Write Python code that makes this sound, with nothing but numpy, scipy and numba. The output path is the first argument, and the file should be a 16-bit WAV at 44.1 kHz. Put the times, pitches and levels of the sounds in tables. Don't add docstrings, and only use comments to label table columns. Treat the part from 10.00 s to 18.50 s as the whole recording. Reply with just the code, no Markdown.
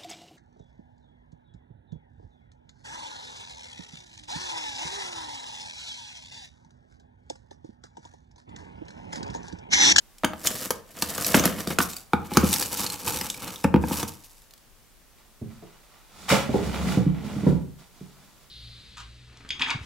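import sys
import numpy as np
from scipy import signal
from scipy.fft import rfft, irfft
from scipy.io import wavfile
from numba import njit

SR = 44100
rng = np.random.default_rng(int(sys.argv[2]) if len(sys.argv) > 2 else 0)


def digitize_waveform(pressure):
    field = np.atleast_2d(pressure).T
    bounded = np.clip(field, -1, 1)
    quanta = np.round(bounded * 32767).astype(np.int16)
    wavfile.write(sys.argv[1], SR, quanta)


N = 374850
TOP_HZ = 15750

# [t/s, clack level/dB, board thud level/dB, push on the air in the glass re clack/dB]
KNOCKS = [(0.2354, -13.5, -26.5, -3), (0.245, -6.5, -24.5, -17), (0.334, -22.5, -44, -6),
          (0.451, -24, -53, 0), (0.706, -10, -34, -13), (1.024, -14.5, -30.5, -12),
          (1.181, -17, -36, -17.5), (1.344, 0, -13.5, -23), (1.365, -22, -20, -12),
          (1.398, -22.5, -22.5, -10.5), (1.439, -16, -30, -10), (1.455, -15.5, -20.5, 4),
          (1.672, -24, -26.5, -1.5), (1.705, -20.5, -28.5, -16.5), (1.786, -5.5, -23, -10.5),
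          (1.804, -7.5, -26.5, -24.5), (2.134, -6, -18, 0.5), (2.317, -39.5, -32.5, 17.5),
          (2.371, -2, -12.5, -12), (2.432, -22, -16, 0), (3.212, -29, -38, 2), (3.644, -7.5, -14.5, -0.5),
          (3.741, -13, -10, 2.5), (3.76, -20.5, -15.5, 6.5), (3.838, -19.5, -25, 4),
          (3.911, -29, -23, 11.5), (4.03, -17, -28, -11)]
# [t/s, level/dB]
CHIPS = [(0.183, -30.5), (0.247, -5.5), (0.471, 1.5), (0.64, -21), (0.7062, -3), (1.0224, -1.5),
         (1.1793, -10), (1.246, -6.5), (1.265, -4.5), (1.341, -19), (1.396, -3), (1.4383, -10), (1.455, 1),
         (1.6045, -15), (1.674, -13), (1.7873, -3.5), (1.9325, -18.5), (1.966, -14), (2.336, -13.5),
         (2.371, 1.5), (2.5292, -2), (2.539, -8), (2.561, -8), (2.6256, -8), (2.773, -12), (2.8644, -8.5),
         (2.9008, -12), (2.922, -15.5), (3.2119, -8.5), (3.3007, -8.5), (3.3443, -19), (3.478, -18.5),
         (3.505, -24), (3.5584, -19.5), (3.6406, -15), (4.0295, -12), (4.2433, -27.5), (4.419, -36),
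         (4.5085, -34), (4.537, -29), (4.578, -37.5)]
# [t/s of full flow, build-up/s, length/s, fine chips level/dB, thinning/dB per s, coarse pieces re fine/dB]
SLIDES = [(0.47, 0.11, 0.18, -36.5, 14, -5.5), (1.049, 0.16, 0.45, -38, 11, -3),
          (1.321, 0.22, 0.018, -26, 11, -6), (1.372, 0.093, 0.088, -35, 43, 10.5),
          (1.567, 0.076, 0.15, -43.5, 0, 1.5), (1.809, 0.024, 0.12, -32, 77.5, -13),
          (2.357, 0.19, .1, -44, -2, 6), (2.524, 0.11, 0.0088, -27, 30, -11.5),
          (2.607, 0.054, 0.95, -35, 12.5, -5.5), (2.775, 0.018, 0.017, -37, 20, -3),
          (3.078, 0.017, 0.012, -29.5, 22, -5.5), (3.15, 0.024, .025, -35.5, 18, -4.5),
          (3.46, 0.22, 0.025, -54.5, 22, 12), (3.934, 0.11, 0.081, -34, 100, -2),
          (4.109, 0.15, 0.34, -49, 52, -16.5)]
# [t/s of full speed, build-up/s, length/s, hiss level/dB, slowing/dB per s, scrape re hiss/dB, rumble re hiss/dB]
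STROKES = [(5.184, 0.037, 0.026, -69.5, 7.5, 6, -12.5), (5.54, 0.22, 0.99, -69, 2.5, 6.5, -15),
           (6.194, 0.11, 0.1, -53, 0, 2, 4), (6.295, 0.014, 0.032, -28.5, 53, 7, -14),
           (6.54, 0.16, 0.41, -49, -2.5, 6.5, 19.5), (6.747, 0.056, 0.0093, -47.5, 20, 12.5, -5),
           (6.883, 0.083, 0.045, -43, 30, 5, 9), (7.03, .08, 0.24, -65.5, 15, 14, 26),
           (7.255, .1, 0.24, -55.5, -5, 6.5, 19), (7.789, 0.017, .01, -58.5, 15, 3, 0),
           (7.98, 0.23, 0.46, -65.5, 5, 1.5, 5)]
# [t/s, boom level/dB, hard knock re boom/dB]
BUMPS = [(5.414, -22.5, -11), (5.449, -33, -14.5), (5.622, -39.5, 1), (6.307, -12, -15), (6.32, -9, -1),
         (6.488, -13.5, -11), (6.54, -13, 1.5), (6.867, -18, -7.5), (6.97, -5, -17), (7.062, -7, -35),
         (7.243, -21, -21), (7.361, -15.5, -29), (7.429, -14, -11.5), (7.464, -4, -10.5),
         (7.489, -8.5, -16), (7.524, -13, -19), (8.007, -29, -11)]

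# [f/Hz, level/dB, t60/s]
BOARD_MODES = [(79.7, -15, 0.36), (151.7, -1, 0.087), (209.2, 1, 0.073), (257.7, -0.5, 0.079),
               (343, 0.5, 0.053), (502.5, -10.5, 0.088), (710, -16.5, 0.026)]
SCOOP_MODES = [(1172, 14.5, 0.0576), (1366, 3.5, 0.071), (2245, -1, 0.16), (3294, -11, 0.12)]
CABINET_MODES = [(72.4, -14.5, 0.26), (137.7, 1, .14), (192.5, -1, 0.24), (257.6, 4, 0.058)]
# [t/s, lowest resonance f/Hz]
AIR_COLUMN = [(0.2, 635), (1.75, 660), (2.13, 825), (2.9, 865), (3.7, 870), (4.7, 905)]

# [f/Hz, level/dB]
CLACK_COLOUR = [(60, -45), (250, -10.5), (470, 3), (600, -11), (820, 0), (1400, 1.5), (2000, -11),
                (2600, -9.5), (3500, -15), (6000, -31)]
CRACK_COLOUR = [(200, -35), (1000, -28.5), (2400, 0.5), (4000, 2.5), (7000, 3), (10000, -1.5),
                (15500, -5.5)]
RUSTLE_COLOUR = [(1500, -20), (3200, -7.5), (5000, -1.5), (7300, -0.5), (8800, 0), (12500, -2.5),
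                 (15500, -9.5)]
CLATTER_COLOUR = [(100, -33), (350, -17), (600, -3), (1400, 6.5), (1900, -4), (2500, 1.5), (3200, -2),
                  (6000, -15.5)]
DRUMMING_COLOUR = [(35, -34.5), (75, 0), (110, -9), (160, 6.5), (240, 1.5), (350, -4.5), (500, -1.5),
                   (750, -31.5), (1500, -28.5)]
HISS_COLOUR = [(2000, -39), (3500, 3), (6000, 0.5), (9000, -5), (15500, -14)]
SCRAPE_COLOUR = [(100, -19), (350, -17), (650, 0), (1200, -1), (1900, -5), (2400, -3.5), (3600, -12),
                 (6500, -32)]
CABINET_COLOUR = [(30, -22), (70, 1), (110, -10), (150, -1.5), (210, 3), (270, -8), (400, -11), (900, -19),
                  (2500, -71)]
PANEL_COLOUR = [(80, -18), (260, 0), (350, 4), (550, -1.5), (850, -11.5), (1400, -28.5), (4000, -51),
                (12000, -70.5)]
AIR_COLOUR = [(15, -21.5), (25, 4), (79, -12), (240, -13.5), (289, -16.5), (340, -16.5), (895, -19),
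              (2120, -23), (15500, -28)]

# [f/Hz, level/dB]
NEAR_SIDE = [(100, -10), (2500, -20.5), (6000, -10), (14000, -2)]
FAR_SIDE = [(100, -8), (2400, -8.5), (8000, 0), (14000, 1)]
AIR_SIDE = [(50, -2.5), (200, -1), (900, -7.5), (10000, -1)]
# [f/Hz, level/dB]
ECHO_COLOUR = [(100, 4), (300, -2.5), (700, 1), (1300, -2), (3500, -4), (14000, -2.5)]

ONSET_DB = 23.5
SLIDE_STOP_DB_PER_S = 149
STROKE_STOP_DB_PER_S = 164
SURGE_DB, SURGE_PER_S = 4.5, 45
CATCH_DB, CATCH_PER_S = 1.5, 25
STRAY_PER_S, STRAY_DB = 55, -4.5


def amp(db):
    return 10 ** (np.asarray(db) / 20)


def at(points, hz):
    f, value = np.transpose(points)
    return np.interp(np.log(np.maximum(hz, 1)), np.log(f), value)


def fade(t60, size):
    return amp(-60 * np.arange(size) / SR / t60)


def noise(spectrum, side, size, ripple_db=0, count=40):
    hz = np.arange(size // 2 + 1) * SR / size
    ripple_points = np.c_[np.geomspace(300, TOP_HZ, count), rng.standard_normal(count)]
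    gain = amp(at(spectrum, hz) + ripple_db * at(ripple_points, hz))
    mid, side_part = np.exp(2j * np.pi * rng.random((2, len(hz)))) * gain
    side_part = side_part * amp(at(side, hz))
    stereo = irfft([mid + side_part, mid - side_part], size)
    return stereo / stereo.std()


def burst(spectrum, side, t60, size=8192, **colour):
    decay = fade(t60, size)
    y = noise(spectrum, side, size, **colour) * decay
    return y * np.sqrt(2 * np.sum(decay ** 2) / np.sum(y ** 2))


def ring(modes, scatter, size=8192):
    t = np.arange(size) / SR
    y = np.zeros(size)
    for k, (hz, db, t60) in enumerate(modes):
        shifted_hz = hz * (1 + scatter * rng.standard_normal())
        polarity = (-1) ** k
        y += polarity * amp(db) * fade(t60, size) * np.sin(2 * np.pi * shifted_hz * t)
    return y / np.abs(y).max()


def add(out, s, sound):
    i = int(s * SR)
    out[:, i:i + sound.shape[-1]] += sound[..., :N - i]


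def grains(spectrum, side, rate, spread_db, t60, count=6):
    out = np.zeros((2, N))
    for _ in range(count):
        when = np.flatnonzero(rng.random(N) < rate / count / SR)
        weight = rng.laplace(size=len(when))
        blows = np.zeros(N)
        blows[when] = np.sign(weight) * amp(spread_db * np.minimum(np.abs(weight), 4))
        piece = burst(spectrum, side, t60, size=2048)
        out += signal.oaconvolve(blows[None], piece, axes=1)[:, :N]
    return out / out.std()


def gesture(s, build_s, length_s, sag_db_per_s, stop_db_per_s):
    t = np.arange(N) / SR - s
    swell = ONSET_DB * np.minimum(t, 0) / max(build_s, 1 / SR)
    sag = sag_db_per_s * np.clip(t, 0, length_s)
    stop = stop_db_per_s * np.maximum(t - length_s, 0)
    return amp(np.maximum(swell - sag - stop, -120))


def unevenness(spread_db, rate):
    steps = np.arange(N) / SR * rate
    return amp(spread_db * np.interp(steps, np.arange(2048), rng.standard_normal(2048)))


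@njit
def resonate(x, hz, width):
    y, band, low = np.empty(len(x)), 0., 0.
    for i in range(len(x)):
        g, damping = np.tan(np.pi * hz[i] / SR), width / hz[i]
        v = (band + g * (x[i] + 1e-18 - low)) / (1 + g * (g + damping))
        band = 2 * v - band
        low = low + 2 * g * v
        y[i] = damping * v
    return y


def air_column(x, first_db=8, second_db=-1, ratio=2.84):
    hz = np.interp(np.arange(N) / SR, *np.transpose(AIR_COLUMN))
    mono = x.mean(axis=0)
    first = resonate(mono, hz, 65.)
    second = resonate(mono, hz * ratio, 220.)
    return amp(first_db) * first + amp(second_db) * second


def kitchen(x, wet_db, gap_s, likeness, t60=0.49, dull_hz=6000, size=32768):
    hz = np.arange(size // 2 + 1) * SR / size
    centres = np.geomspace(60, 15360, 9)
    common, left, right = rfft(rng.standard_normal((3, size)))
    field = likeness * common + np.array([left, right])
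    build = 1 - np.exp(-(np.arange(size) / SR / gap_s) ** 2)
    tail = 0
    for centre, weights in zip(centres, np.eye(len(centres))):
        decay = build * fade(t60 / (1 + centre / dull_hz), size)
        band = irfft(field * at(np.c_[centres, weights], hz))
        tail = tail + band * decay / np.linalg.norm(decay) * amp(at(ECHO_COLOUR, centre))
    tail = tail * amp(wet_db) / np.hypot(1, likeness)
    return x + signal.oaconvolve(x.mean(axis=0)[None], tail, axes=1)[:, :N]


def room_air():
    return amp(-56) * noise(AIR_COLOUR, AIR_SIDE, N)


def chips(echo_s=0.0017, echo_db=0.0):
    out = np.zeros((2, N))
    for s, db in CHIPS:
        snap = amp(-10.0) * burst(CRACK_COLOUR, NEAR_SIDE, t60=0.003)
        splinters = amp(-14.5) * burst(CRACK_COLOUR, NEAR_SIDE, t60=0.035, ripple_db=7.5)
        add(out, s, amp(db) * (snap + splinters))
        add(out, s + echo_s, amp(db + echo_db) * snap)
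    return out


def knocks():
    out, jolts = np.zeros((2, 2, N))
    push = np.hanning(24)
    for s, clack_db, thud_db, air_db in KNOCKS:
        add(out, s, amp(clack_db - 6.5) * burst(CLACK_COLOUR, NEAR_SIDE, t60=0.029, ripple_db=4))
        add(out, s, amp(clack_db - 18) * ring(SCOOP_MODES, scatter=0.031))
        add(out, s, amp(thud_db + 6.5) * ring(BOARD_MODES, scatter=0.05))
        add(jolts, s, amp(clack_db + air_db + 8.5) * push)
    return out + air_column(jolts)


def pour():
    power = np.zeros((2, N))
    for s, build_s, length_s, db, thinning, coarse_db in SLIDES:
        flow = amp(db) * gesture(s, build_s, length_s, thinning, SLIDE_STOP_DB_PER_S)
        power += np.array([flow, amp(coarse_db) * flow]) ** 2
    fine, coarse = np.sqrt(power) * unevenness(SURGE_DB, SURGE_PER_S)
    pieces = grains(CLATTER_COLOUR, NEAR_SIDE, rate=710, spread_db=2.5, t60=0.024)
    crystals = grains(RUSTLE_COLOUR, NEAR_SIDE, rate=700, spread_db=2.8, t60=0.005)
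    skips = grains(CRACK_COLOUR, NEAR_SIDE, rate=STRAY_PER_S, spread_db=1.5, t60=0.022)
    rustle = fine * amp(0.5) * crystals
    strays = fine * amp(STRAY_DB) * skips
    clatter = coarse * amp(-3.0) * pieces
    drumming = coarse * grains(DRUMMING_COLOUR, NEAR_SIDE, rate=800, spread_db=2, t60=0.051)
    stirring = (coarse + amp(-7) * fine) * pieces
    hollow = air_column(stirring, first_db=7, second_db=-7)
    return rustle + strays + clatter + drumming + hollow


def drawer():
    power = np.zeros((3, N))
    for s, build_s, length_s, db, slowing, scrape_db, rumble_db in STROKES:
        speed = amp(db) * gesture(s, build_s, length_s, slowing, STROKE_STOP_DB_PER_S)
        power += np.array([speed, amp(scrape_db) * speed, amp(rumble_db) * speed]) ** 2
    hiss_gain, scrape_gain, rumble_gain = np.sqrt(power) * unevenness(CATCH_DB, CATCH_PER_S)
    hiss = grains(HISS_COLOUR, FAR_SIDE, rate=5500, spread_db=2.5, t60=0.036)
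    scrape = grains(SCRAPE_COLOUR, FAR_SIDE, rate=1400, spread_db=3.5, t60=0.028)
    rumble = noise(CABINET_COLOUR, FAR_SIDE, N)
    return (hiss_gain * amp(3.0) * hiss
            + scrape_gain * amp(1.0) * scrape
            + rumble_gain * amp(-2.5) * rumble)


def bumps():
    out = np.zeros((2, N))
    for s, db, hard_db in BUMPS:
        boom = ring(CABINET_MODES, scatter=0.078)
        knock = burst(PANEL_COLOUR, FAR_SIDE, t60=0.12, ripple_db=7.5)
        contact = (1 - fade(.015, len(boom))) ** 2
        add(out, s, amp(db) * contact * (amp(-2.5) * boom + amp(hard_db - 1.0) * knock))
    return out


def scene(low_cut_hz=50):
    near = kitchen(chips() + knocks() + pour(), wet_db=-6.0, gap_s=0.0009, likeness=1.0)
    far = kitchen(drawer() + bumps(), wet_db=-2.5, gap_s=0.012, likeness=0.88)
    far = far * amp([[-.8], [.8]])
    low_cut = signal.butter(2, low_cut_hz, "high", fs=SR, output="sos")
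    return signal.sosfilt(low_cut, near + far) + room_air()


def record(dry):
    top_cut = signal.ellip(10, .2, 70, TOP_HZ, fs=SR, output="sos")
    return signal.sosfilt(top_cut, np.clip(dry, -1, 1))


dry = scene()
out = record(dry)
digitize_waveform(out)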